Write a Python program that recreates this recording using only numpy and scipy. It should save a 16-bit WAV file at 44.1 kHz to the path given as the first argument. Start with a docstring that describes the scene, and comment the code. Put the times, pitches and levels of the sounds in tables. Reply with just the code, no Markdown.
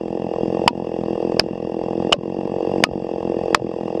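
"""A chainsaw idles on the ground among trees, its two-stroke exhaust popping about 43 times a second
over the rattle of its casing. Beside it, five even axe blows drive a felling wedge into a standing
trunk, each a hard crack and a short ring. The microphone is close, worn on the body: every blow
overloads it, and its gain control ducks the saw, which then swells back."""
import sys
import numpy as np
from scipy import signal
from scipy.fft import rfft, irfft
from scipy.io import wavfile
from scipy.ndimage import uniform_filter1d

SR = 44100
rng = np.random.default_rng(int(sys.argv[2]) if len(sys.argv) > 2 else 0)


def transcribe(u):
    """Save the signal u as a 16-bit wav file named by the first command-line argument.

    u: samples, shape (n,) or (channels, n), limited to [-1, 1]; the rate is SR.
    q: integer samples, one column per channel.
    """
    v = np.clip(np.atleast_2d(u).T, -1, 1)
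    q = np.round(v * 32767).astype(np.int16)
    wavfile.write(sys.argv[1], SR, q)


N = 176400
T = np.arange(N) / SR


def axe():
    """Close by, each contact cracks, rings the wedge, scatters among the trees and leaves a low shudder."""
    # contacts, two in the third blow: (time [s], level [dB], then colour [dB] at each of colour_hz)
    blows = [(0.6786, 8.6, 0, -7, 2.5, 4.5, 3), (1.3952, 8.7, 4, -11.5, -5, -6, 4),
             (2.1237, 2.5, 13.5, -7.5, -7, 2.5, -18), (2.1286, 11.4, -10, -11, -17, 11, -18),
             (2.8380, 10.7, -26, 1.5, 4, 0.5, 1), (3.5460, 11.3, -22, 1, 5.5, -11, -6.5)]
    # points at which a contact's colour is set: (frequency [Hz])
    colour_hz = [600, 1200, 1900, 2900, 5000]
    # modes of wedge and axe head: (frequency [Hz], relative level [dB], t60 [s])
    wedge_modes = [(625, -10, 0.019), (757, -3.5, 0.0061), (1094, -6, 0.03), (1252, -7.5, 0.032),
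                   (1776, -2, 0.01), (2084, -8.5, 0.0097), (2446, -3, .012), (2577, -15, 0.038),
                   (2944, -0.5, 0.013), (3460, -31.5, 0.007), (4730, -5.5, 0.012), (5217, -6.5, 0.012),
                   (7600, -27, .01)]
    # the wedge rings on, pitched by its seat in the cut: (time [s], frequency [Hz], level [dB], t60 [s])
    wedge_rings = [(0.677, 952, 5, 0.071), (1.3973, 1070, -19, .06), (2.1315, 1050, -8, 0.085),
                   (2.8380, 1246, 4, 0.056)]
    # dull knocks of the wood after a blow: (time [s], frequency [Hz], level [dB], t60 [s])
    wood_knocks = [(2.1404, 570, 8, 0.04), (3.5500, 590, -5, 0.098)]
    # spectrum of the crack and its scatter: (frequency [Hz], relative level [dB])
    crack_spectrum = [(60, 3), (250, -2), (700, 13.5), (1600, 4.5), (2700, -3.5), (5000, 3.5),
                      (6500, -13.5), (10000, -26.5), (13000, -47)]
    crack_t60_s, scatter_t60_s, rise_s = 0.03, 0.057, 0.0012
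    shudder_start_hz, shudder_fall_s = 488.5, 0.052
    out, t = np.zeros(N), T[:SR // 4]
    crack_noise, scatter_noise = noise(crack_spectrum), noise(crack_spectrum)
    blur = noise([(35, 0), (70, -20), (350, -90)])  # slow noise smears the shudder's falling pitch
    sweep = np.sin(2 * np.pi * shudder_start_hz * shudder_fall_s * (1 - np.exp(-t / shudder_fall_s)))
    shudder = from_db(-26) * sweep * bell(t - 0.041, width=0.025)
    onset = 1 - np.exp(-t / rise_s)
    for start, level_db, *colour in blows:
        here = slice(int(start * SR), int(start * SR) + len(t))
        body = sum((-1) ** k * from_db(db + np.interp(hz, colour_hz, colour)) * ring(hz, t60)
                   for k, (hz, db, t60) in enumerate(wedge_modes))
        crack = crack_noise[here] * from_db(-6 - 60 * t / crack_t60_s)
        scatter = scatter_noise[here] * from_db(-20 - 60 * t / scatter_t60_s)
        add(out, start, from_db(level_db) * (body + crack + scatter + shudder * blur[here]) * onset)
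    for start, hz, db, t60 in wedge_rings + wood_knocks:
        add(out, start, from_db(db) * ring(hz, t60))
    return out


def chainsaw():
    """The saw idles unevenly on the ground, firing once a turn, heard from a swaying microphone."""
    # engine speed: (time [s], firing rate [Hz])
    speed = [(0.0, 42.29), (0.22, 43.45), (0.4, 41.51), (0.53, 44.16), (0.78, 43.52), (0.88, 42.12),
             (1.38, 42.12), (1.52, 43.3), (1.74, 41.88), (1.93, 43.35), (2.08, 42.32), (2.44, 46.52),
             (2.58, 45.51), (2.93, 45.99), (3.08, 43.6), (3.52, 43.28), (3.68, 42.4), (4.0, 42.58)]
    # the saw at the microphone as the body sways with the swing: (time [s], relative level [dB])
    sway = [(0, 0), (.3, 0), (.55, 1), (.85, 1), (1.1, 0), (1.35, .5), (1.7, -.5), (2.05, -1), (2.4, 0.5),
            (2.75, 0.5), (3.05, 0.5), (3.35, 0), (3.7, 0.5), (4, 0)]
    turns = np.cumsum(np.interp(T, *np.transpose(speed))) / SR - 0.5
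    slap_chance, puff_chance = rng.standard_normal((2, 256))  # one value of each per turn
    saw = rattle(turns, slap_chance) + exhaust(turns) + gas_hiss(turns, puff_chance)
    return from_db(np.interp(T, *np.transpose(sway))) * saw


def exhaust(turns):
    """Each firing is a push of gas and a short burst of tone, rung on by the muffler and echoed nearby."""
    # reflections off ground and trunk: (delay [s], gain [dB])
    echoes = [(.0026, -26), (.0061, -20.5), (.0082, -10.5)]
    # muffler resonances: (frequency [Hz], bandwidth [Hz], gain [dB])
    muffler = [(199.8, 61.7, 8), (330, 25, 10), (453.3, 49.4, 4.5), (807.5, 46, 2.5)]
    push_lag_s, push_width_s, burst_hz, jitter_s = 0.0013, 0.00069, 513.7, 0.00034
    firings = np.interp(np.arange(int(turns[-1]) + 1), turns, T)
    chances = rng.standard_normal((len(firings), 4))
    phases = rng.uniform(0, 2 * np.pi, len(firings))
    t = np.arange(-300, 300) / SR
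    push_time = (t - push_lag_s) / push_width_s
    push = (push_time + 0.5) * bell(push_time, width=0.91)
    suction = bell(push_time, width=2.6)
    push -= suction * push.sum() / suction.sum()  # a broad slack balances the push
    pops = np.zeros(N)
    for start, (push_dip, burst_lift, detune, lateness), phase in zip(firings, chances, phases):
        hz = burst_hz * (1 + 0.069 * detune)
        burst = bell(t, width=0.00077) * np.cos(2 * np.pi * hz * t + phase)
        pop = from_db(-17.5 - 3 * push_dip) * push + from_db(-10 + 0.69 * burst_lift) * burst
        add(pops, start + t[0] + jitter_s * lateness, pop)
    out = pops.copy()
    for delay, db in echoes:
        add(out, delay, from_db(db) * pops)
    for hz, width, db in muffler:
        out += from_db(db) * signal.lfilter(*signal.iirpeak(hz, hz / width, fs=SR), pops)
    return out


def rattle(turns, chance):
    """The piston slaps just ahead of each pop, shaking the casing and ringing its cooling fins."""
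    # rattle of piston and casing: (frequency [Hz], relative level [dB])
    rattle_spectrum = [(100, -8), (500, 11), (1000, 3.5), (1400, -17), (1830, -1.5), (2200, -24),
                       (2600, -3.5), (3000, -15.5), (3650, -11.5), (3900, -39), (4250, -28), (4600, -13),
                       (5250, -11), (5700, -19.5), (6200, -17.5), (6900, -37.5), (8600, -31.5),
                       (10200, -28.5), (11900, -49), (13000, -54)]
    # resonances of casing and fins: (frequency [Hz], bandwidth [Hz], relative gain [dB])
    casing_modes = [(2636, 110, -4.5), (2781, 94, 0.5), (3170, 90, -17), (3287, 89, -9), (4650, 28, -6.5),
                    (4940, 52, -11), (5440, 110, -14), (6420, 100, -22.5), (6790, 31, -21),
                    (7440, 59, -19.5), (7910, 130, -22), (9100, 81, -27.5), (9450, 41, -33.5),
                    (11080, 85, -34.5)]
    lead_turns, decay_turns, spread_db, steady_shake = 0.3, 0.42, 1.5, 0.36
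    stroke = turns + lead_turns + 1
    slap = from_db(spread_db * chance[stroke.astype(int)]) * np.exp(-(stroke % 1) / decay_turns)
    shaking = steady_shake + uniform_filter1d(slap, size=40)
    out = from_db(-36) * shaking * noise(rattle_spectrum)
    for hz, width, db in casing_modes:
        resonance = signal.butter(2, [hz - width / 2, hz + width / 2], "band", fs=SR, output="sos")
        out += from_db(db - 24) * signal.sosfilt(resonance, shaking * rng.standard_normal(N))
    return out


def gas_hiss(turns, chance):
    """A puff of gas hisses out with every pop."""
    # escaping gas: (frequency [Hz], relative level [dB])
    puff_spectrum = [(500, -3.5), (1100, 2), (1400, -26), (1800, -12), (2400, -20.5), (5000, -28.5),
                     (10000, -44.5)]
    width_turns, spread_db = 0.1, 2.5
    stroke = turns + 0.5
    puffs = from_db(spread_db * chance[stroke.astype(int)]) * bell(stroke % 1 - 0.5, width_turns)
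    return from_db(-31.5) * puffs * noise(puff_spectrum)


def open_air():
    """A faint, steady outdoor rumble lies behind the work."""
    # outdoor background: (frequency [Hz], relative level [dB])
    air_spectrum = [(20, -3), (45, 0), (90, -2), (200, -10), (1000, -30), (8000, -55)]
    return from_db(-44) * noise(air_spectrum)


def from_db(db):
    """Decibels to gain."""
    return 10 ** (np.asarray(db) / 20)


def noise(spectrum):
    """Noise of rms 1, coloured by rows of (frequency [Hz], relative level [dB])."""
    hz, db = np.transpose(spectrum)
    bins = np.maximum(np.arange(N // 2 + 1) * SR / N, 1)
    colour = from_db(np.interp(np.log(bins), np.log(hz), db))
    x = irfft(rfft(rng.standard_normal(N)) * colour, N)
    return x / x.std()


def add(out, start_s, sound):
    """Mix a sound in at a time, trimmed to the scene."""
    offset = int(round(start_s * SR))
    first, end = max(offset, 0), min(offset + len(sound), N)
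    if end > first:
        out[first:end] += sound[first - offset:end - offset]


def ring(hz, t60):
    """A struck mode that falls 60 dB in t60 seconds."""
    t = T[:SR // 4]
    return np.sin(2 * np.pi * hz * t) * from_db(-60 * t / t60)


def bell(x, width):
    """A smooth bump around zero."""
    return np.exp(-0.5 * (x / width) ** 2)


def release(db, db_per_s):
    """Catch each peak and let it sink at a steady rate."""
    return np.maximum.accumulate(db + db_per_s * T) - db_per_s * T


def scene():
    """Saw, axe and open air as they reach one microphone at the foot of the tree."""
    return (chainsaw() + axe() + open_air())[None]


def record(dry):
    """The body-worn microphone's gain ducks too late to stop the blows clipping; the top is dulled."""
    threshold_db, reaction_s, attack_s, clip_level = -6.5, 0.0022, 0.0011, 0.88
    slow_depth_db, slow_db_per_s, start_duck_db = 9.5, 11.5, 8
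    low_cut_hz, roll_off_hz, top_cut_hz = 32, 9800, 12700
    over_db = np.maximum(20 * np.log10(np.abs(dry[0]) + 1e-9) - threshold_db, 0)
    slow = release(np.minimum(over_db, slow_depth_db), slow_db_per_s)
    slow = np.maximum(slow, start_duck_db - slow_db_per_s * T)  # the saw swells in at the start
    quick = release(0.87 * np.maximum(over_db - slow_depth_db, 0), db_per_s=90)
    pole = np.exp(-1 / (attack_s * SR))
    duck_db, _ = signal.lfilter([1 - pole], [1, -pole], slow + quick, zi=[pole * start_duck_db])
    ducked = dry * from_db(-np.interp(T - reaction_s, T, duck_db))
    ducked = signal.sosfilt(signal.butter(2, low_cut_hz, "high", fs=SR, output="sos"), ducked)
    clipped = ducked / (1 + (ducked / clip_level) ** 6) ** (1 / 6)
    dulled = signal.sosfilt(signal.butter(2, roll_off_hz, fs=SR, output="sos"), clipped)
    return signal.sosfiltfilt(signal.cheby2(16, 45, top_cut_hz, fs=SR, output="sos"), dulled)


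dry = scene()
out = record(dry)
transcribe(out)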